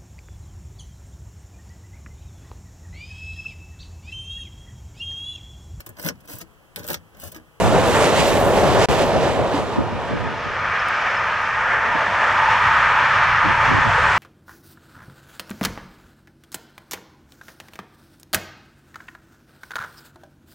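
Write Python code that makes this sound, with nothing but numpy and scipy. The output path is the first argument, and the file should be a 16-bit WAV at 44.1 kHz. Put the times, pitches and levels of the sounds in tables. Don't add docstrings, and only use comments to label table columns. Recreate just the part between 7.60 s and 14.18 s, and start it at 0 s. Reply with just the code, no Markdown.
import sys
import numpy as np
from scipy import signal
from scipy.fft import rfft, irfft, next_fast_len
from scipy.io import wavfile
from scipy.ndimage import uniform_filter1d, map_coordinates

SR = 44100
rng = np.random.default_rng(int(sys.argv[2]) if len(sys.argv) > 2 else 0)


def transcribe(signal):
    frames = np.atleast_2d(signal).T
    limited = np.clip(frames, -1, 1)
    pcm = np.round(limited * 32767).astype(np.int16)
    wavfile.write(sys.argv[1], SR, pcm)


N = 290178
FADE_S = (1.2864, 3.28625)
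OPPOSED = np.array([[1], [-1]])


def freight(s):
    # time in seconds, rolling level in dB, rush above 850 Hz in dB,
    # wagon clatter level in dB, clatter sharpness above 6 kHz in dB, flange hiss level in dB.
    passage = [(0, -17.5, 3, -32.5, 10.5, -52), (.25, -14.5, 2.5, -28, 7, -50),
               (.42, -14.5, 2.5, -27, 10, -51), (.55, -16.5, 3, -27.5, 7, -51),
               (.85, -15.5, 0.5, -29, 9.5, -46), (1.1, -16, 2.5, -27, 6, -48),
               (1.47, -16.5, 2.5, -31, 5, -48), (1.57, -16, 0.5, -32.5, 2.5, -67),
               (1.95, -18.5, 3.5, -34.5, 5, -64), (2.2, -22.5, 3.5, -38.5, 1.5, -66.5),
               (2.5, -20, 3, -37, 2, -72), (3.28, -20.5, 0, -42, 0, -82)]
    # time in seconds, length in seconds
    # (centre to 1/e), then changes in dB of the rush, the clatter and the flange hiss, up or down.
    moments = [(.05, .03, 0.5, 2.5, 7), (.28, 0.033, 0, 0.5, 5), (.36, .03, 6, 2, 1), (.44, .05, 3, 4, 2),
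               (.59, 0.031, -1, 5, 2), (.67, 0.063, 1, 2, 13), (.88, 0.072, 1.5, -3.5, 5),
               (1.04, 0.023, 0, 1, 1), (1.24, 0.052, -1, 4.5, 0), (1.32, 0.071, 1, 2.5, 6),
               (1.42, .03, 0, 4.5, -2), (1.67, 0.092, 0.5, 5.5, 7), (1.97, .06, 0.5, 5, 9),
               (2.14, 0.074, 1.5, 3.5, -7), (2.46, 0.061, 4, 2.5, 3)]
    # frequency in Hz, density in dB per Hz.
    roll_colour = [(18, -43), (30, -15), (80, -7.5), (275, -8), (572, 0), (1390, -17), (1620, -20.5),
                   (1780, -19.5), (2040, -29.5), (3000, -29.5), (3900, -35), (6600, -120)]
    clatter_colour = [(500, -27.5), (1200, -6), (1800, 1.5), (2600, -0.5), (4600, -7.5), (7200, -16),
                      (9500, -24.5), (12600, -29.5), (15500, -41)]
    # frequency in Hz, width in Hz, level in dB.
    flange_modes = [(10280, 240, -6), (13850, 1300, -10), (14050, 300, -19)]
    # frequency in Hz, part that differs between the microphones in dB.
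    wide_curve = [(60, -2), (200, -2), (380, -12), (700, -16), (1300, -12), (2400, -8), (4400, -6),
                  (8000, -5), (15000, -3)]
    # frequency in Hz, left minus right in dB.
    pan_curve = [(60, -1.5), (110, 0), (200, -2), (380, 0.0), (700, 0), (1290, -1.5), (2380, -3.5),
                 (4400, -6), (8120, -2.5), (15000, 0)]
    # frequency in Hz, radians by which the left lags.
    lag_curve = [(100, 0), (700, .2), (2150, .75), (4300, 1.1), (9000, 1.0), (13200, 1.8), (15500, 2.2)]

    def at_microphones(grit_db):
        return spread(undb(grit_db)[0], wide_curve, pan_curve, lag_curve)

    roll_db, rush_db, clatter_db, sharp_db, flange_db = over_time(passage, s)
    rush_change, clatter_change, flange_change = bumps(moments, s)

    roll = coloured(at_microphones(1.1 * walk(40.07)), roll_colour)
    roll = patchy(roll, 0.5, 8.2, [(rush_db + rush_change, 700, 950)])

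    rattle_db = 0.8 * walk(30.4) + 0.74 * walk(400)
    clatter = coloured(at_microphones(rattle_db), clatter_colour)
    clatter = patchy(clatter, 0.81, 12, [(sharp_db, 5000, 8000)])

    grind_db = 2.2 * walk(60) + 1.4 * walk(15.4)
    flange = unit(filtered(at_microphones(grind_db), ring(flange_modes)))

    roll = roll * undb(roll_db)
    clatter = clatter * undb(clatter_db + clatter_change)
    return roll + clatter + flange * undb(flange_db + flange_change)


def far_train(s):
    # brightness above 2.5 kHz, fullness below 800 Hz, air above 7 kHz.
    approach = [(1.29, -32, -33, -50, 10, 0, 3), (2.2, -32, -27, -46, 4, -4, 7),
                (2.85, -26.5, -35, -36.5, 3, 2, -3), (3.05, -22, -33.5, -38, -1, -0.5, 0),
                (3.4, -22, -37, -41.5, 0, 0, -1), (3.7, -22, -34, -42.5, 0, 0.5, 0.5),
                (3.95, -21.5, -31.5, -42.5, -1.5, -1, 2), (4.2, -19, -30.5, -39.5, -4, 1, 1.5),
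                (4.5, -20.5, -25.5, -38.5, 0.5, 4, 4.5), (4.7, -17.5, -21.5, -39.5, -2, -1, 4),
                (4.95, -17.5, -21, -35, -1, -2, 5), (5.25, -16, -25.5, -37, -2, -3.5, 3),
                (5.58, -15.5, -28, -36.5, -2, -4.5, 2), (5.75, -16.5, -21.5, -35, -1, -5.5, 1),
                (5.97, -18, -23, -33.5, -1.5, -3, 6), (6.15, -16, -29, -27.5, -1, -3.5, 1),
                (6.4, -18.5, -21.5, -33, 0, -1, 8), (6.58, -16.5, -26, -35, 1, -1.5, 8)]
    # time in seconds, length in seconds (centre to 1/e), lift in dB.
    surges = [(3.15, 0.033, 1), (3.468, 0.01, 1.5), (3.553, 0.0096, 2), (4.12, 0.025, 3),
              (5.21, 0.032, 0.5), (6.07, 0.04, 2)]
    # time in seconds, change in dB.
    ring_change = [(2.5, 2.5), (3.6, 1), (4.3, -2), (4.7, -0.5), (6.58, 0)]
    # frequency in Hz, density in dB per Hz.
    roll_colour = [(110, -52), (180, -18.5), (310, -24), (400, -18.5), (600, -9), (810, -10), (900, -8),
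                   (1110, -4.5), (1820, -3.5), (2100, -10.5), (2450, -12.5), (3500, -22), (4000, -30),
                   (5900, -32.5), (9000, -51.5), (15500, -83)]
    rumble_colour = [(18, -44), (30, 5.5), (60, 10), (100, 15), (140, 11.5), (200, 0), (400, -41),
                     (900, -89)]
    # frequency in Hz, width in Hz, level in dB.
    rail_modes = [(900, 56, -3.5), (961, 135, -6)]
    wheel_modes = [(1238, 84, -8.5), (1534, 130, -20), (1681, 96, -17.5), (1850, 120, -20),
                   (2313, 240, -16.5), (4230, 300, -32), (5140, 450, -37)]
    # frequency in Hz, part that differs between the microphones in dB.
    wide_curve = [(60, -28), (110, -22.5), (200, -13.5), (380, -23), (700, -32.5), (1290, -20.5),
                  (2380, -11.5), (4400, -9), (8120, -13), (15000, -14.5)]

    def at_microphones():
        return spread(undb(0.52 * walk(60))[0], wide_curve)

    roll_db, rail_db, rumble_db, bright_db, full_db, air_db = over_time(approach, s)
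    ring_db = over_time(ring_change, s)[0]

    wheels = coloured(at_microphones(), roll_colour)
    for mode, sway in zip(wheel_modes, walk(4.2, count=len(wheel_modes))):
        tone = unit(filtered(at_microphones(), ring([mode])))
        wheels = wheels + undb(mode[2] + ring_db + 1.6 * sway) * tone
    tilts = [(bright_db, 2000, 2800), (full_db, 860, 740), (air_db, 6000, 9000)]
    wheels = patchy(wheels, 0.69, 7.4, tilts) * undb(roll_db + bumps(surges, s)[0])

    rail = unit(filtered(at_microphones(), ring(rail_modes))) * undb(rail_db + 1.9 * walk(9.7)[0])
    rumble = coloured(at_microphones(), rumble_colour) * undb(rumble_db + 1.5 * walk(7)[0])
    return wheels + rail + rumble


def wind(s, platform):
    # time in seconds, level in dB, length in seconds,
    # rasp above 300 Hz relative to the body in dB, left minus right in dB.
    buffets = [(0.08, -20, 0.04, -18, 1), (0.604, -27, 0.016, 3, -3), (1.3, -26, 0.034, -6, 8),
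               (1.575, -26, 0.022, -4, 7), (1.82, -25, 0.02, -4, -1), (2.192, -24, 0.024, 5, -2),
               (2.34, -27, .04, -16, 1), (2.545, -26, 0.048, -2, 1), (2.675, -30, 0.048, -5, -2),
               (2.867, -37, 0.021, -2.5, 3), (4.303, -40, .026, -17, -7), (4.359, -34, 0.0091, 8.5, -8),
               (5.86, -29, 0.013, 6, -4), (5.901, -28.5, .02, 3, -7.5), (5.97, -35.5, .02, -6, -7),
               (6.129, -28, 0.044, 5, -4.5), (6.188, -29, 0.017, 0, -3), (6.277, -26.5, 0.024, -2, -5),
               (6.434, -39, .02, -1, 2)]
    # frequency in Hz, density in dB per Hz.
    body_colour = [(20, -20), (60, -3), (110, 6.5), (200, 2), (300, -5), (600, -35), (1500, -93)]
    rasp_colour = [(80, -53), (150, -1.5), (300, 0), (450, -9.5), (700, -14), (1200, -53), (2500, -101)]
    draught_db, draught_sway_db, draught_rasp_db, draught_per_s = -31, 4, -16, 14
    centre_db = -6.5

    body = platform * undb(draught_db + draught_sway_db * walk(draught_per_s, count=2))
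    rasp = body * undb(draught_rasp_db)
    for at, db, length, rasp_db, pan_db in buffets:
        near = slice(max(int((at - .25) * SR), 0), int((at + .25) * SR))
        swell = undb(db + OPPOSED * pan_db / 2) / np.cosh(1.6 * (s[near] - at) / length)
        body[:, near] += swell
        rasp[:, near] += swell * undb(rasp_db)
    return body * unrelated(body_colour, centre_db) + rasp * unrelated(rasp_colour, centre_db)


def wind_thumps(s):
    # time in seconds, level in dB before rise and decay, pitch in Hz.
    thump_rows = [(1.941, -12.5, 286), (2.09, -17.5, 406), (4.352, -26, 220), (5.855, -18.5, 299),
                  (6.124, -19.5, 102), (6.272, -21, 115), (6.29, -16, 690), (6.38, -19, 506)]
    t60_s, t60_slope = 0.12, -0.34
    thumps = 0
    for at, db, hz in thump_rows:
        envelope = after(s, at, 0.0015, t60_s * (hz / 300) ** t60_slope)
        thumps = thumps + undb(db) * envelope * np.sin(2 * np.pi * hz * (s - at))
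    return thumps


def bird(s):
    # time in seconds, level in dB.
    cheeps = [(3.2, -40), (3.28, -47), (3.35, -44), (3.5, -45), (3.573, -36)]
    pitch_hz, length_s = 5190, 0.0084
    envelope = sum(undb(db) * np.exp(-((s - at) / length_s) ** 2) for at, db in cheeps)
    return envelope * np.sin(2 * np.pi * pitch_hz * s)


def camera(s):
    first_ticks = [3.723, 4.816, 6.257]
    # seconds after the first, level in dB before rise and decay.
    pattern = [(0, -55), (.0907, -45), (.1585, -44)]
    # frequency in Hz, density in dB per Hz.
    tick_colour = [(2500, -29), (4500, -5), (5800, -5), (7500, -11), (12500, -9), (15500, -16)]
    hiss_colour = [(1000, -10), (4500, -6), (9000, -10), (15500, -19.5)]
    hiss_db = -61
    ticks = sum(undb(db) * after(s, at + late, .0006, .06) for at in first_ticks for late, db in pattern)
    return ticks * unrelated(tick_colour, -11) + undb(hiss_db) * unrelated(hiss_colour, -9.0)


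def spread(grit, wide, pan=((1, 0), (2, 0)), lag=((1, 0), (2, 0))):
    mid, side = rng.standard_normal((2, N)) * grit

    def balance_and_lag(hz):
        gain = undb(OPPOSED * over_hz(pan, hz) / 2)
        return gain * np.exp(-.5j * OPPOSED * over_hz(lag, hz))

    shared = filtered(mid, balance_and_lag)
    return shared + OPPOSED * filtered(side, lambda hz: undb(over_hz(wide, hz)))


def unrelated(spectrum, centre_db):
    mid, side = rng.standard_normal((2, N))
    return coloured(undb(centre_db) * mid + OPPOSED * side, spectrum)


def patchy(x, patch_db, rate, shelves):
    frame = 512
    hz, s, z = signal.stft(x, SR, nperseg=frame)
    frames = np.minimum((s * SR).astype(int), N - 1)
    bands = 60 * 2 ** np.arange(0, 8.5, .5)
    own = walk(rate, count=len(bands))[:, frames]
    place = np.interp(np.log(hz + 1), np.log(bands), np.arange(len(bands)))
    grid = np.meshgrid(place, np.arange(len(s)), indexing="ij")
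    db = patch_db * map_coordinates(own, grid, order=1)
    for tilt_db, from_hz, to_hz in shelves:
        slope = np.clip(np.log((hz + 1) / from_hz) / np.log(to_hz / from_hz), 0, 1)
        db += slope[:, None] * tilt_db[frames]
    return signal.istft(z * undb(db), SR, nperseg=frame)[1][..., :N]


def ring(modes):
    def response(hz):
        return sum(undb(db) / (1 + 1j * (hz ** 2 - f ** 2) / ((hz + 1) * width)) ** 2
                   for f, width, db in modes)
    return response


def coloured(x, spectrum):
    return unit(filtered(x, lambda hz: undb(over_hz(spectrum, hz))))


def filtered(x, response):
    size = next_fast_len(N)
    hz = np.arange(size // 2 + 1) * SR / size
    return irfft(rfft(x, size) * response(hz), size)[..., :N]


def walk(rate, count=1):
    k = int(SR / rate)
    held = np.repeat(rng.standard_normal((count, N // k + 1)), k, axis=1)[:, :N]
    return unit(uniform_filter1d(uniform_filter1d(held, k), k))


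def bumps(table, s):
    return sum(np.array(row[2:], float)[:, None] * np.exp(-((s - row[0]) / row[1]) ** 2) for row in table)


def after(s, at, rise, t60):
    age = np.maximum(s - at, 0)
    return (1 - np.exp(-age / rise)) * undb(-60 * age / t60)


def over_hz(table, hz):
    t = np.array(table, float)
    return np.interp(np.log(hz + 1), np.log(t[:, 0]), t[:, 1])


def over_time(table, s):
    t = np.array(table, float)
    return [np.interp(s, t[:, 0], c) for c in t.T[1:]]


def unit(x):
    return x / np.sqrt(np.mean(x ** 2))


def undb(db):
    return 10 ** (np.asarray(db) / 20)


def scene():
    s = np.arange(N) / SR
    field = np.interp(s, FADE_S, [0, 1])
    platform = 1 - field
    trains = freight(s) * platform + far_train(s) * field
    return trains + wind_thumps(s) + wind(s, platform) + bird(s) + camera(s)


def record(dry):
    dropout_start_s, dropout_end_s, dropout_db = 1.2586, 1.2864, -40
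    tick_db, top_hz = -19.5, 15780
    s = np.arange(N) / SR
    out = np.clip(np.minimum(s - dropout_start_s, dropout_end_s - s) / .0004, 0, 1)
    age = s - FADE_S[1]
    tick = undb(tick_db) * np.sinc(age / 4e-5) * np.exp(-(age / 1e-4) ** 2)
    top = signal.ellip(14, .3, 70, top_hz, fs=SR, output="sos")
    return signal.sosfilt(top, dry * undb(dropout_db * out) + tick)


dry = scene()
out = record(dry)
transcribe(out)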